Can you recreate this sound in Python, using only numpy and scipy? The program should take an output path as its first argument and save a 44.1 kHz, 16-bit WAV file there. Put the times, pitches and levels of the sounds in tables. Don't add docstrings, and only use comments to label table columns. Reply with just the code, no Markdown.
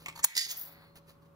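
import sys
import numpy as np
from scipy import signal
from scipy.fft import rfft, irfft, next_fast_len
from scipy.io import wavfile
from scipy.ndimage import uniform_filter1d, map_coordinates

SR = 44100
rng = np.random.default_rng(int(sys.argv[2]) if len(sys.argv) > 2 else 0)


def to_wav(sig):
    pcm = np.clip(np.atleast_2d(sig), -1, 1) * 32767
    pcm = np.round(pcm).astype(np.int16)
    wavfile.write(sys.argv[1], SR, pcm.T)


N = 59535
T = np.arange(N) / SR
FFT_SIZE = next_fast_len(N + SR)
HZ = np.fft.rfftfreq(FFT_SIZE, 1 / SR)

# t/s, level/dB
TICKS = [(.0605, -29.5), (.069, -40), (.0838, -29), (.0875, -38), (.092, -42), (.099, -42), (.126, -45)]
KNOCKS = [(0.2438, -15), (0.2503, -28.5)]
# t/s, level/dB, rise/s, fade/s (a fade is the time to drop by 60 dB)
CRUNCHES = [(.163, -48.5, 0.0064, 0.056), (.179, -47.5, 0.005, 0.076), (.195, -43, 0.004, 0.07)]
TEARS = [(.236, -33, 0.0036, 0.013), (.2398, -20.5, 0.00067, 0.09), (.2463, 3, .0003, 0.0061)]
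SNAPS = [(.2437, 0, .0003, 0.0085), (.2478, 5.5, .0004, .008), (.251, -16.5, 0.00094, 0.045)]
# f/Hz, level/dB
TICK_COLOUR = [(200, -11.5), (600, -9.5), (1100, 7), (1600, -15), (2300, 9.5), (3500, -7.5), (6000, -13.5),
               (8000, -4.5), (10000, -23.5), (15000, -16)]
CRUNCH_COLOUR = [(300, -16.5), (700, -15), (1000, 3.5), (1500, -11.5), (3300, -13), (4450, -9),
                 (5200, -17.5), (6400, -10.5), (9000, -19), (12000, -12.5), (15000, -21)]
TEAR_COLOUR = [(200, -18.5), (1000, -19), (2500, -8), (3600, -15.5), (4600, -16.5), (6400, 2), (8000, 7.5),
               (10000, -24.5), (15000, -12.5)]
SNAP_COLOUR = [(60, -29), (400, -25.5), (700, -24.5), (1000, -5.5), (1350, -22.5), (1750, -11.5),
               (2700, -15), (3550, -12), (4200, -15), (6400, -9.5), (8500, -3.5), (9050, -1), (10000, -1.5),
               (12500, -3.5), (14000, -0.5), (15300, 1.5)]
STEEL_COLOUR = [(400, -23.5), (1200, -14), (2000, -3), (2800, -14), (3600, 3.5), (4200, -2.5),
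                (6500, -10.5), (8400, -7), (9200, -3), (10000, -1), (12500, -6.5), (13800, 0.5),
                (15300, -5.5)]
# f/Hz, level/dB, fade/s
HANDLE_TONES = [(170, -19, .07), (430, -15, .025), (1020, 2, .03), (1760, -3, .02)]
# f/Hz, level/dB
CUT_PAN = [(300, 1.5), (1000, 5), (2500, -2.5), (5300, -3.5), (8000, 0.5), (14000, -0.5)]


def scissor_cut():
    cracks = [(start, db, .0004, .013) for start, db in TICKS]
    tails = [(start, db - 15, .001, .12) for start, db in TICKS]
    ticks = coloured(burst(cracks + tails), TICK_COLOUR)
    crunch = coloured(slips(CRUNCHES, grain_db=1), CRUNCH_COLOUR)
    ping = swell([(CRUNCHES[0][0], -49.5, .002, .09)]) * pitched_noise(hz=4480, width_hz=120)
    tear = coloured(burst(TEARS), TEAR_COLOUR)
    snap = coloured(burst(SNAPS), SNAP_COLOUR)
    knock = np.zeros(N)
    for start, knock_db in KNOCKS:
        age = np.maximum(T - start, 0)
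        for hz, db, fade in HANDLE_TONES:
            loudness = amp(knock_db + db - 60 * age / fade) * (1 - np.exp(-age * hz))
            knock += loudness * np.sin(2 * np.pi * hz * age)
    ring = coloured(burst([(SNAPS[1][0], -27, .002, .26)]), STEEL_COLOUR)
    return microphones(ticks + crunch + ping + tear + snap + knock + ring, CUT_PAN)


# t/s, level/dB
BOUNCES = [(0.3538, -21.5), (0.3677, -12.5), (0.3747, -12), (0.3773, -12.5), (0.3779, -5.5),
           (0.3809, -13.5), (0.3864, -22), (0.3901, -18), (0.393, -13.5), (0.394, -14), (0.4042, -22.5),
           (0.4127, -19), (.425, -23), (0.434, -28), (0.4425, -24.5)]
# t/s, level/dB, rise/s, fade/s
CHATTER = [(.38, -20, 0.014, .2), (.411, -23.5, .006, 0.15), (.433, -33, 0.0063, 0.14),
           (.453, -29.5, .007, 0.037)]
THUDS = [(.365, -36.5, 0.00202, 0.066), (.465, -45.5, 0.002044, 0.11)]
SKIDS = [(.368, -16, 0.0027, 0.027), (.466, -34, 0.0038, .03), (.513, -26, 0.017, 0.098),
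         (.57, -45, 0.057, 0.17)]
# f/Hz, level/dB
BRASS_TONES = [(1885, -6), (1967, -8), (3667, -9), (4428, -5), (4487, -3), (4560, 0), (4655, 0), (4785, -1),
               (4826, -1), (4955, -5), (5073, -4), (5171, -5), (6373, -6), (6586, -4)]
BRASS_COLOUR = [(300, -36), (1400, -30), (1900, -9), (2500, -17), (3100, -14), (3700, -6), (4100, -9),
                (4700, 0), (5300, -6), (5800, -12), (6800, -8), (7700, -12), (9000, -12), (12000, -16),
                (15300, -20)]
THUD_COLOUR = [(50, -11.5), (170, -6.5), (400, -1.5), (600, -19), (1000, 0.5), (1600, -14), (4000, -23)]
SKID_COLOUR = [(300, -20), (1300, -17), (2500, -3.5), (3400, 1.5), (4200, 0), (5300, 2), (6800, 3),
               (7600, -0.5), (8600, -2.5), (11000, -1), (15000, 2.5)]
# f/Hz, level/dB
BRASS_PAN = [(1000, 6.5), (2000, -3.5), (3500, -3.5), (5000, -6.5), (7000, -3.5), (9000, -2)]


def falling_brass(weak_count=130):
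    flight = swell([(.325, -35, .043, .48)]) * pitched_noise(hz=2135, width_hz=550)
    hits = burst([(start, db, .0005, .011) for start, db in BOUNCES])
    force = hits + slips(CHATTER, grain_db=-1, rate=400)
    rattle = coloured(force, BRASS_COLOUR)
    spread = (np.arange(weak_count) + rng.random(weak_count)) / weak_count
    weak_hz = 1800 * (11000 / 1800) ** spread
    weak_tones = zip(weak_hz, value_at(BRASS_COLOUR, weak_hz))
    weak_ring = amp(-9.5) * ringing(force, weak_tones, fade_s=.23)
    strong_ring = amp(-3) * ringing(force, BRASS_TONES, fade_s=.18)
    thud = coloured(burst(THUDS), THUD_COLOUR)
    piece = microphones(flight + rattle + strong_ring + weak_ring + thud, BRASS_PAN)
    skid = coloured(slips(SKIDS, grain_db=2), SKID_COLOUR)
    return piece + microphones(skid)


# t/s, level/dB, rise/s, fade/s
SQUEALS = [(.516, -34.5, 0.0045, 0.11), (.574, -35.5, 0.006, 0.15), (.597, -36.5, 0.0054, 0.075),
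           (.612, -34.5, 0.0013, .12), (.635, -44.5, .005, 0.12), (.66, -47.5, 0.0082, 0.11),
           (.682, -49.5, .01, 0.1), (.725, -57.5, .01, 0.12)]
SLIDES = [(.53, -49, 0.021, 0.77), (.7, -57.5, 0.088, 0.53), (.85, -62, 0.067, 0.24)]
# f/Hz, level/dB
BLADE_TONES = [(7878, -23), (10541, -13), (11450, -1), (12930, -9), (14218, -23), (14678, -1), (15125, -8)]
SLIDE_COLOUR = [(400, -0.5), (1100, 0.5), (2200, 3), (3000, -8), (4300, -2.5), (6000, -29), (8000, -20),
                (11000, -12), (15000, -12)]


def opening_blades(wander_hz=32, sink_hz_per_s=1100):
    tones = sum(amp(db + 2 * wobble(98)) * sine(hz + wander_hz * wobble(400)) for hz, db in BLADE_TONES)
    rasp = .5 * pitched_noise(hz=14900, width_hz=820) * 2 * amp(.5)
    squeal = swell(SQUEALS) * (unit(tones) + rasp)
    grit = amp(-12) * coloured(slips(SQUEALS, grain_db=3.5), SKID_COLOUR)
    last_slide_s = SLIDES[-1][0]
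    sinking_hz = 4320 - sink_hz_per_s * (T - last_slide_s) + 2 * wander_hz * wobble(550)
    sinking_tone = swell([(last_slide_s, -70.5, .12, .7)]) * np.sqrt(2) * sine(sinking_hz)
    hiss = coloured(slips(SLIDES, grain_db=2.5), SLIDE_COLOUR)
    return microphones(squeal + grit + sinking_tone + hiss)


# t/s, level/dB, rise/s, fade/s
RUBS = [(.02, -58.5, .05, 0.75), (.957, -54.5, 0.00094, 0.062), (.976, -54.5, 0.012, 0.069),
        (1.102, -58, .018, 0.15), (1.225, -70.5, 0.0053, .1), (1.26, -71, 0.008, 0.096)]
# f/Hz, level/dB
RUB_COLOUR = [(400, 2.5), (1000, -2.5), (2000, -3), (3200, -3), (4500, -3), (6300, -10), (8000, -13),
              (10500, -7.5), (15000, -7)]


def fingers():
    return microphones(coloured(slips(RUBS, grain_db=2), RUB_COLOUR))


# f/Hz, level/dB
AIR_COLOUR = [(25, -13), (60, -1.5), (110, 1), (220, -3.5), (400, -5), (700, -16.5), (1100, -8),
              (1800, -23.5), (3500, -30.5), (8000, -39), (15000, -33)]
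HUM_TONES = [(80.7, -73.5), (120.5, -74.5), (161, -63.5), (563, -69)]


def kitchen():
    shared, side = coloured(rng.standard_normal((2, N)), AIR_COLOUR)
    side = filtered(side, amp(value_at([(100, -11.5), (400, -1), (1500, -1)], HZ)))
    hum = np.zeros(N)
    for hz, db in HUM_TONES:
        loudness = amp(db + 1.8 * wobble(15)) * np.sqrt(2)
        hum += loudness * np.sin(2 * np.pi * hz * T + .3 * wobble(5.1))
    return amp(-64.5) * np.array([shared + side, shared - side]) + hum


# f/Hz, fade/s
ECHO_FADES = [(200, 0.17), (2000, 0.5), (5000, 0.43), (14000, 0.073)]


def room_echo(x, build_s=.0039):
    hz, t, noise = signal.stft(rng.standard_normal((2, SR // 2)), SR, nperseg=256)
    loudness = amp(-60 * t / value_at(ECHO_FADES, hz)[:, None]) * (1 - np.exp(-t / build_s))
    tail = signal.istft(noise * loudness, SR, nperseg=256)[1]
    dulling = amp(value_at([(6000, -.5), (12000, -18.5)], HZ))
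    return filtered(x, rfft(tail / np.linalg.norm(tail[0]), FFT_SIZE) * dulling)


# f/Hz, delay/s
LEFT_DELAY = [(1400, .00005), (2300, .000183)]
# f/Hz, level/dB
REFLECTION_COLOUR = [(200, -17), (1000, -4.5), (3000, -7.5), (6500, -6), (9000, -11), (15000, -3.5)]


def microphones(x, pan=((1000, 0),), fade_s=.024):
    side = np.array([[1], [-1]])
    direct = np.exp(-1j * np.pi * HZ * value_at(LEFT_DELAY, HZ) * side)
    tail = rng.standard_normal((2, N)) * amp(-60 * T / fade_s)
    tail /= np.linalg.norm(tail, axis=1, keepdims=True)
    reflected = rfft(tail, FFT_SIZE) * amp(value_at(REFLECTION_COLOUR, HZ))
    balance = amp(side * value_at(pan, HZ) / 2)
    return filtered(x, balance * (direct + reflected))


def swell(events):
    power = np.zeros(N)
    for peak_s, db, rise, fade in events:
        before, after = np.minimum(T - peak_s, 0), np.maximum(T - peak_s, 0)
        power += amp(db - 60 * after / fade) ** 2 * np.exp(-(before / rise) ** 2)
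    return np.sqrt(power)


def burst(events):
    return swell(events) * rng.standard_normal(N)


def slips(events, grain_db, rate=900):
    return swell(events) * unit(rng.standard_normal(N) * amp(grain_db * wobble(rate)))


def pitched_noise(hz, width_hz):
    return unit(filtered(rng.standard_normal(N), 1 / (1 + (2 * (HZ - hz) / width_hz) ** 2)))


def ringing(force, tones, fade_s):
    t = T[:N // 3]
    ring = sum(amp(db - 60 * t / fade_s) * np.sin(2 * np.pi * (hz * t + rng.random())) for hz, db in tones)
    return filtered(force, rfft(ring / np.linalg.norm(ring), FFT_SIZE))


def sine(hz):
    return np.sin(2 * np.pi * np.cumsum(hz) / SR)


def wobble(rate):
    return map_coordinates(rng.standard_normal(N), [T * rate + 2])


def coloured(x, colour):
    gain = unit(amp(value_at(colour, HZ)) * (treble_limit() + .01))
    cepstrum = irfft(np.log(gain), FFT_SIZE)
    cepstrum[1:FFT_SIZE // 2] *= 2
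    cepstrum[FFT_SIZE // 2 + 1:] = 0
    return filtered(x, np.exp(rfft(cepstrum)))


def filtered(x, response):
    return irfft(rfft(x, FFT_SIZE) * response, FFT_SIZE)[..., :N]


def treble_limit(top_hz=15800):
    return 1 / (1 + (HZ / top_hz) ** 220)


def value_at(points, hz):
    row_hz, values = np.transpose(points)
    return np.interp(np.log(hz + 1), np.log(row_hz + 1), values)


def amp(db):
    return 10 ** (np.asarray(db) / 20)


def unit(x):
    return x / np.sqrt(np.mean(x ** 2) + 1e-20)


def scene():
    close = scissor_cut() + falling_brass() + opening_blades() + fingers()
    return close + amp(-17) * room_echo(close) + kitchen()


def record(dry):
    limit_db, recovery_db_per_s, window_s = -15, 35.5, .0018
    window = int(window_s * SR)
    power = np.abs(uniform_filter1d(np.mean(dry ** 2, 0), window))
    excess_db = np.maximum(10 * np.log10(power + 1e-12) - limit_db, 0)
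    recovery_db = recovery_db_per_s * T
    dip_db = np.maximum.accumulate(excess_db + recovery_db) - recovery_db
    return filtered(dry * amp(-uniform_filter1d(dip_db, window)), treble_limit())


dry = scene()
out = record(dry)
to_wav(out)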